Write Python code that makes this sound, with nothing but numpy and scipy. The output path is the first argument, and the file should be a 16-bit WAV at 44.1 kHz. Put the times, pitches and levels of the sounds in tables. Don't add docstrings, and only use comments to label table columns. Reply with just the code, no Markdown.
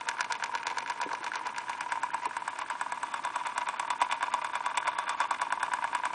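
import sys
import numpy as np
from scipy import signal
from scipy.fft import rfft, irfft
from scipy.io import wavfile

SR = 44100
rng = np.random.default_rng(int(sys.argv[2]) if len(sys.argv) > 2 else 0)


def level_to_linear(level):
    exponent = np.asarray(level, float) / 20
    return 10 ** exponent


def dump(signal):
    limited = np.clip(np.atleast_2d(signal).T, -1, 1)
    pcm = np.round(limited * 32767).astype(np.int16)
    wavfile.write(sys.argv[1], SR, pcm)


N = 270765

# frequency in Hz, level in dB per Hz.
HISS_SPECTRUM = [(40, -28), (60, -4.5), (75, -3.5), (100, -8.5), (120, 3.5), (170, -1), (280, 9), (500, 1),
                 (1000, 11), (3000, -1), (5000, -7.5), (7500, -6.5), (9800, -4), (11000, -43.5)]
# time in seconds, rattle in dB, side modes of the base in dB,
# front parts in dB.
MIC_VIEW = [
    (0, -43, -10, 5),
    (1.2, -41.5, -10.5, 6.5),
    (2.2, -41, -13.5, -8.5),
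    (3.2, -41.5, -4.5, -9),
    (4, -39.5, -8, -6),
    (5, -39, -4.5, -6.5),
    (6.14, -40.5, -10, -6.5),
]
# share of the turn, level in dB.
STROKE_RUB = [(0, 10), (.2, 3.5), (.36, 4.5), (.46, -6), (.52, 1), (.61, -19), (.7, 3), (.85, 3.5),
              (1, 5.5)]

# frequency in Hz, level in dB, decay by 60 dB in seconds.
BASE_MODES = [(936.3, -14.5, 0.13), (973.6, -1.5, 0.036), (467, -23.5, 0.036), (609, -13, 0.042),
              (750.3, -11, 0.025), (825.7, -9, 0.049), (1131.2, -5.5, 0.076), (1170.4, -18, 0.19)]
CASING_MODES = [(1475.4, -8, 0.031), (1551, -3, 0.017), (1611.5, -9, 0.026), (1673, -22, 0.19)]
CYLINDER_MODES = [(2100.5, -5, 0.013), (2229.7, -2, 0.0097), (2444, -7, 0.02), (2834, -12.5, 0.018),
                  (2967, -16, 0.024), (3518, 2, 0.0098)]
FITTING_MODES = [(4130, -1, 0.0032), (4920, -15.5, 0.011), (5900, -3.5, 0.0033), (6940, -16, 0.012),
                 (8003, -4.5, 0.014), (9974, 0.5, 0.012)]
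TABLE_MODES = [(288, 0.5, 0.05), (400, -8, 0.038), (506, 0.5, 0.042)]

DEAD_CENTRES = [-.2545, .2071, .6679, 1.129, 1.5826, 2.0322, 2.4774, 2.9205, 3.3585, 3.7959, 4.2285, 4.6608,
                5.0938, 5.5229, 5.9474, 6.37]
# time in seconds, ring of base, casing and cylinder in dB,
# steam spit in dB.
KNOCK_LEVELS = [(0, -28.5, -14, -21, -21), (.6, -21.5, -18.5, -20, -27), (1.2, -22, -15.5, -37, -29.5),
                (1.7, -21, -19, -25, -25), (2.1, -14.5, -17, -27, -25), (2.7, -20.5, -21, -31.5, -28),
                (3.2, -20.5, -17.5, -30, -25.5), (3.8, -15, -20, -21.5, -22),
                (4.5, -16.5, -18.5, -21.5, -24.5), (5.1, -16, -17, -26, -23), (5.6, -13.5, -14, -25, -21),
                (6.14, -15, -16, -22.5, -24.5)]
# time in seconds, harder in dB, casing in dB, wetter steam in dB.
UNUSUAL_KNOCKS = [(0.0872, 5.5, 3.5, 0.5), (0.2068, 6.5, 4, 0.5), (0.5506, 2.5, 0.5, -3),
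                  (1.1307, 5.5, -11, -6), (1.2423, 0.5, -10, -4), (1.3553, -5, -3.5, -0.5),
                  (1.4685, 1, -4, -2), (1.5812, -4, 1.5, -0.5), (1.695, 3.5, -5, -0.5),
                  (1.92, 0.5, 4.5, 1.5), (2.1427, 1.5, -1.5, -1), (2.2545, 1.5, -13, 0), (2.4773, 2, 2, 0),
                  (2.7, -1, 4.5, 0.5), (2.811, 2.5, 4.5, 3.5), (3.4678, -4, -1.5, -1.5),
                  (3.5781, 2, 0.5, 2.5), (3.903, -4, 0.5, 1.5), (4.0149, 7, 1, 2), (4.1219, 2.5, 1, -2),
                  (4.2271, 0.5, 4.5, -2.5), (4.3376, 3.5, -3, 0.5), (4.445, -3, 1, -3),
                  (4.7729, -0.5, -2, 6), (5.0925, -3, -1.5, 2), (5.2022, -1, 3, -2.5), (5.3083, 2.5, -3, 0),
                  (5.5234, 1, 1.5, -1), (5.8409, -1, 1, -7), (5.9489, -0.5, 0.5, 2)]

# share of the turn, base, casing and cylinder in dB,
# loss on every other turn in dB.
LINKAGE_TAPS = [(.19, -60, -36, -38, 0), (.67, -40, -32, -42.5, -9), (.895, -34, -32.5, -42.5, -0.5)]
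# base, casing, cylinder in dB against half the knock's swing.
RETURN_COLOUR = [-16, -24, -34.5]
# time in seconds, harder in dB.
UNUSUAL_RETURNS = [(.261, -0.5), (.38, -12), (.61, -23), (.84, -11), (.95, -17), (1.07, -12), (1.19, -6),
                   (1.3, -23), (1.52, -7), (1.64, -6.5), (1.862, 2.5), (2.09, -6.5), (2.2, -5), (2.42, 1.5),
                   (2.64, -14), (2.864, 4), (3.957, -4), (4.07, -1), (4.18, -5), (4.39, 2), (4.606, 4.5),
                   (4.714, 2), (4.83, -3.5), (5.04, -3.5), (5.147, -2.5), (5.253, 2.5), (5.36, -5),
                   (5.79, 2), (5.89, -8)]
# time in seconds, cylinder ring in dB.
ROD_CLINKS = [(.0097, -36), (.1848, -39), (.244, -32.5), (.352, -35.5), (.5833, -39), (.679, -34),
              (.7007, -35), (.715, -38), (.8763, -37), (1.2788, -36.5), (1.3353, -34.5), (1.562, -35),
              (1.7312, -34.5), (4.022, -24.5), (4.047, -38), (4.1125, -27.5), (4.126, -31), (4.779, -26),
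              (4.87, -35.5)]
# time in seconds, base ring in dB.
SEAT_ROCKS = [(.0273, -38), (1.1147, -21.5), (1.7156, -34), (1.9551, -20.5), (3.2722, -21), (3.3438, -28),
              (3.5604, -25), (3.7688, -25.5), (3.8777, -28), (3.9339, -22), (3.992, -27), (4.0988, -19.5),
              (4.2087, -16.5), (4.246, -43), (4.5334, -19), (4.69, -25), (4.744, -22), (4.8027, -19.5),
              (4.8562, -17), (5.0691, -21), (5.0794, -16), (5.2903, -28), (5.396, -18.5), (5.5039, -18),
              (5.6131, -20), (5.7173, -16.5), (5.8233, -18), (5.9298, -17), (6.0356, -16), (6.1337, -18.5)]
# time in seconds, casing ring in dB.
CASING_JOLTS = [(.1679, -38), (.1925, -22.5), (.309, -41), (.4248, -27), (.5404, -30.5), (1.0011, -36),
                (1.2646, -31), (1.6827, -29), (2.104, -29), (2.3323, -37), (2.6616, -32.5), (2.8825, -36),
                (4.8281, -25.5), (5.6063, -30), (5.9218, -47)]
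# base, casing, cylinder in dB.
CLINK_COLOUR = [2.5, -1, 5.5]
ROCK_COLOUR = [-5, -9, -16.5]
JOLT_COLOUR = [-12, 2.5, -13.5]
# time in seconds, peak in dB, pitch in Hz.
TABLE_BUMPS = [
    (1.061, -35, 400),
    (1.063, -36, 286),
    (1.063, -38, 476),
    (1.207, -44, 340),
    (2.265, -39.5, 432),
    (2.266, -45.5, 342),
]


def in_time(rows):
    s, *columns = np.transpose(rows)
    return [np.interp(np.arange(N) / SR, s, c) for c in columns]


def filtered(x, order, hz, kind):
    return signal.sosfilt(signal.butter(order, hz, kind, fs=SR, output="sos"), x)


def ring(clicks, hz, t60):
    r, w = level_to_linear(-60 / (t60 * SR)), 2 * np.pi * hz / SR
    return signal.lfilter([0, np.sin(w)], [1, -2 * r * np.cos(w), r * r], clicks + 1e-18)


def soften(x, seconds):
    r = np.exp(-1 / (seconds * SR))
    return signal.lfilter([1 - r], [1, -r], x)


def strikes(times, db, scatter_db):
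    clicks = np.zeros(N)
    at = np.clip((times * SR).astype(int), 0, N - 1)
    clicks[at] = level_to_linear(db + scatter_db * rng.standard_normal(len(times)))
    return clicks


def hiss():
    hz = np.maximum(np.fft.rfftfreq(N, 1 / SR), 1)
    points_hz, points_db = np.transpose(HISS_SPECTRUM)
    colour_db = np.interp(np.log(hz), np.log(points_hz), points_db)
    noise = irfft(rfft(rng.standard_normal(N)) * level_to_linear(colour_db), N)
    return level_to_linear(-49.5) * noise / noise.std()


def rattle(rub_db):
    slips_per_s = 700
    clumps = soften(soften(rng.standard_normal(N), 0.0025), 0.0025)
    sizes = level_to_linear(3.0 * np.minimum(rng.exponential(1, N), 2.8)) * rng.choice([-1, 1], N)
    slipping = rng.random(N) < slips_per_s / SR
    return sizes * slipping * level_to_linear(rub_db - 1 + 3.5 * clumps / clumps.std())


def turn_times():
    return np.interp(np.arange(3, 60) / 4 - .25, np.arange(len(DEAD_CENTRES)), DEAD_CENTRES)


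def piston():
    s, *levels = np.transpose(KNOCK_LEVELS)
    times = turn_times()[1:-1]
    knocks = np.transpose([times] + [np.interp(times, s, level) for level in levels])
    for at, harder, casing, wetter in UNUSUAL_KNOCKS:
        turn = np.argmin(abs(times - at))
        knocks[turn, 0] = at
        knocks[turn, 1:] += [harder, casing, 0.13 * casing + wetter, wetter]
    return knocks


def spit(low_db, taps):
    droplets, splutter_s, droplet_db = 3, 0.0054, -8
    knocks = piston()
    opening = strikes(knocks[:, 0] - .0015, knocks[:, 4], scatter_db=1)
    for late in rng.random((droplets, len(knocks))):
        level_db = knocks[:, 4] + droplet_db - 8 * late
        opening += strikes(knocks[:, 0] + splutter_s * late, level_db, scatter_db=4)
    puff = soften(soften(soften(level_to_linear(35) * opening, .0008), .0008), .0008)
    tail = soften(puff, 0.0036) * level_to_linear(-12)
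    leak = level_to_linear(35) * strikes(taps[:, 0], taps[:, 3], scatter_db=1)
    leak = soften(soften(leak, 0.0029), 0.006)
    full = filtered(rng.standard_normal(N), 2, [3300, 6800], "band")
    thin = filtered(rng.standard_normal(N), 2, 6800, "high")
    return level_to_linear(-4.0) * (puff + tail) * (level_to_linear(low_db + 2.5) * full + thin) + leak * full


def slack():
    starts, lengths = turn_times()[:-1], np.diff(turn_times())
    view, running = np.array(MIC_VIEW), np.array(KNOCK_LEVELS)
    front_db = np.interp(starts, view[:, 0], view[:, 3])[:, None]
    even = np.arange(1, len(starts) + 1)[:, None] % 2
    looped = []
    for share, *db, loss in LINKAGE_TAPS:
        looped.append(np.c_[starts + share * lengths, front_db + loss * even + db])

    back = starts + .488 * lengths
    odd = sum(db * (abs(back - s) < .03) for s, db in UNUSUAL_RETURNS)
    swing_db = np.interp(back, running[:, 0], running[:, 1]) / 2 + odd
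    looped.append(np.c_[back, swing_db[:, None] + RETURN_COLOUR])
    looped = np.vstack(looped)
    jitter_s, scatter_db = .0005, 2
    looped += rng.standard_normal(looped.shape) * [jitter_s, scatter_db / 3, scatter_db, scatter_db]

    single = []
    for rows, colour in ((SEAT_ROCKS, ROCK_COLOUR), (ROD_CLINKS, CLINK_COLOUR), (CASING_JOLTS, JOLT_COLOUR)):
        single += [(s, *(db + np.array(colour))) for s, db in rows]
    taps = np.vstack([looped, single])
    return taps[(taps[:, 0] > .002) & (taps[:, 0] < N / SR)]


def contact(hz, seconds):
    push = np.hanning(round(seconds * SR) + 3)[1:-1]
    return 2 * np.cos(2 * np.pi * hz * np.arange(len(push)) / SR) * push / push.sum()


def part(modes, taps, column, slips, late_s, build_s, bounce_db, knock_db, tap_db, rattle_db):
    bounce_s = .0072
    knocks, rings = piston(), []
    hit_s, hit_db = knocks[:, 0] + late_s, knocks[:, column] + knock_db
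    tapped_db = taps[:, min(column, 3)] + tap_db
    for hz, db, t60 in modes:
        blows = strikes(hit_s, hit_db, scatter_db=1.5)
        blows += strikes(hit_s + bounce_s, hit_db + bounce_db, scatter_db=2.5)
        blows += strikes(taps[:, 0] - build_s / 3, tapped_db, scatter_db=1.5)
        blows += level_to_linear(rattle_db) * slips
        blows = signal.oaconvolve(blows, contact(hz, np.clip(build_s, 0, .008)))[:N]
        rings.append(level_to_linear(db) * ring(blows, hz, t60))
    return rings


def engine():
    level_db, side_db, low_db = in_time(MIC_VIEW)
    knocks, taps = piston()[:, 0], slack()
    turn_starts = np.r_[knocks[0] - .118, knocks, knocks[-1] + .105]
    turns = np.interp(np.arange(N) / SR, turn_starts, np.arange(len(turn_starts)))
    slips = rattle(level_db + np.interp(turns % 1, *np.transpose(STROKE_RUB)))

    base = part(BASE_MODES[:2], taps, column=1, slips=slips, late_s=0.00066, build_s=0.0025,
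                bounce_db=-4.0, knock_db=-4.0, tap_db=1.0, rattle_db=-4.5)
    base += part(BASE_MODES[2:], taps, column=1, slips=slips, late_s=0.00038, build_s=0.0025,
                 bounce_db=-23, knock_db=-2.5, tap_db=-1.5, rattle_db=-3.5)
    casing = part(CASING_MODES, taps, column=2, slips=slips, late_s=-0.00035, build_s=0.0031,
                  bounce_db=-30.0, knock_db=-3.0, tap_db=0.5, rattle_db=-12.5)
    cylinder = part(CYLINDER_MODES[:-1], taps, column=3, slips=slips, late_s=-0.000905, build_s=0.00317,
                    bounce_db=-9, knock_db=-0.5, tap_db=4.5, rattle_db=-8.5)
    cylinder += part(CYLINDER_MODES[-1:], taps, column=3, slips=slips, late_s=-0.0005, build_s=0.0042,
                     bounce_db=-7.5, knock_db=-2.0, tap_db=2.5, rattle_db=-13.5)
    fittings = part(FITTING_MODES, taps, column=4, slips=slips, late_s=.0002, build_s=0.0015,
                    bounce_db=-19.5, knock_db=-2.5, tap_db=-9, rattle_db=-44)

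    front_base = level_to_linear(low_db / 2 - 4.0) * base[0] + base[1] + level_to_linear(low_db) * base[2]
    base = front_base + level_to_linear(side_db) * sum(base[3:])
    fittings = level_to_linear(low_db) * sum(fittings[:4]) + level_to_linear(-low_db - 8.5) * fittings[4] + fittings[5]
    cylinder[-1] = cylinder[-1] * level_to_linear(side_db)
    grit = level_to_linear(-0.5) * filtered(slips, 2, [3200, 6500], "band")
    together = base + sum(casing) + sum(cylinder) + fittings + grit + spit(low_db, taps)
    return filtered(together, 4, 420, "high")


def table():
    knocks, push = piston(), np.zeros(N)
    push[((knocks[:, 0] + .003) * SR).astype(int)] = level_to_linear(knocks[:, 1] - 32.0)
    shake = ring(push * level_to_linear(-12.5), 83, 0.098)
    boom = np.zeros(N)
    for k, (hz, db, t60) in enumerate(TABLE_MODES):
        boom += (-1) ** k * level_to_linear(db) * ring(soften(push, 0.00057), hz, t60)
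    for s, db, hz in TABLE_BUMPS:
        boom += ring(level_to_linear(db + 1) * (np.arange(N) == round(s * SR)), hz, 0.079)
    return shake + filtered(boom, 2, 200, "high")


def scene():
    near = engine() + table()
    echoes = np.zeros(round(.06 * SR))
    echoes[(rng.uniform(.003, .06, 30) * SR).astype(int) - 1] = rng.choice([-1, 1], 30)
    echoes *= level_to_linear(-26 - 300 * np.arange(len(echoes)) / SR)
    return (near + signal.fftconvolve(near, echoes)[:N] + hiss())[None]


def mute_quiet_treble(x, margin_db, luck_db, least_db):
    frame_s, frame_start_s = .036, .024
    _, at, cells = signal.stft(x, SR, nperseg=528, noverlap=264)
    band = np.arange(len(cells)) // 8
    power = np.add.reduceat(np.abs(cells) ** 2, np.arange(0, len(cells), 8)) / 8
    frame = np.floor((at - frame_start_s) / frame_s + 1).astype(int)
    first = np.flatnonzero(np.diff(frame, prepend=-1))
    attack = np.maximum.reduceat(power[5:].sum(axis=0), first)[frame]
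    luck = .6 * rng.standard_normal(frame[-1] + 1)[frame] + rng.standard_normal(power.shape)
    height = np.clip(np.linspace(-.15, 1.8, len(power)), 0, 1)[:, None]
    need = np.sqrt(attack) * level_to_linear(2 * margin_db) + level_to_linear(2 * least_db)
    need = need * level_to_linear(2 * luck_db * luck) * height
    return signal.istft(cells * (power > need)[band], SR, nperseg=528, noverlap=264)[1][:N]


def roll_off(x):
    return signal.sosfilt(signal.butter(12, 10990, fs=SR, output="sos"), x)


def record(dry):
    thin = mute_quiet_treble(dry[0], margin_db=-46.0, luck_db=2.23, least_db=-95.5)
    top_edge = signal.cheby2(12, 45, 10300, fs=SR, output="sos")
    mix = signal.sosfilt(top_edge, thin)[None]
    return roll_off(mix)


dry = scene()
out = record(dry)
dump(out)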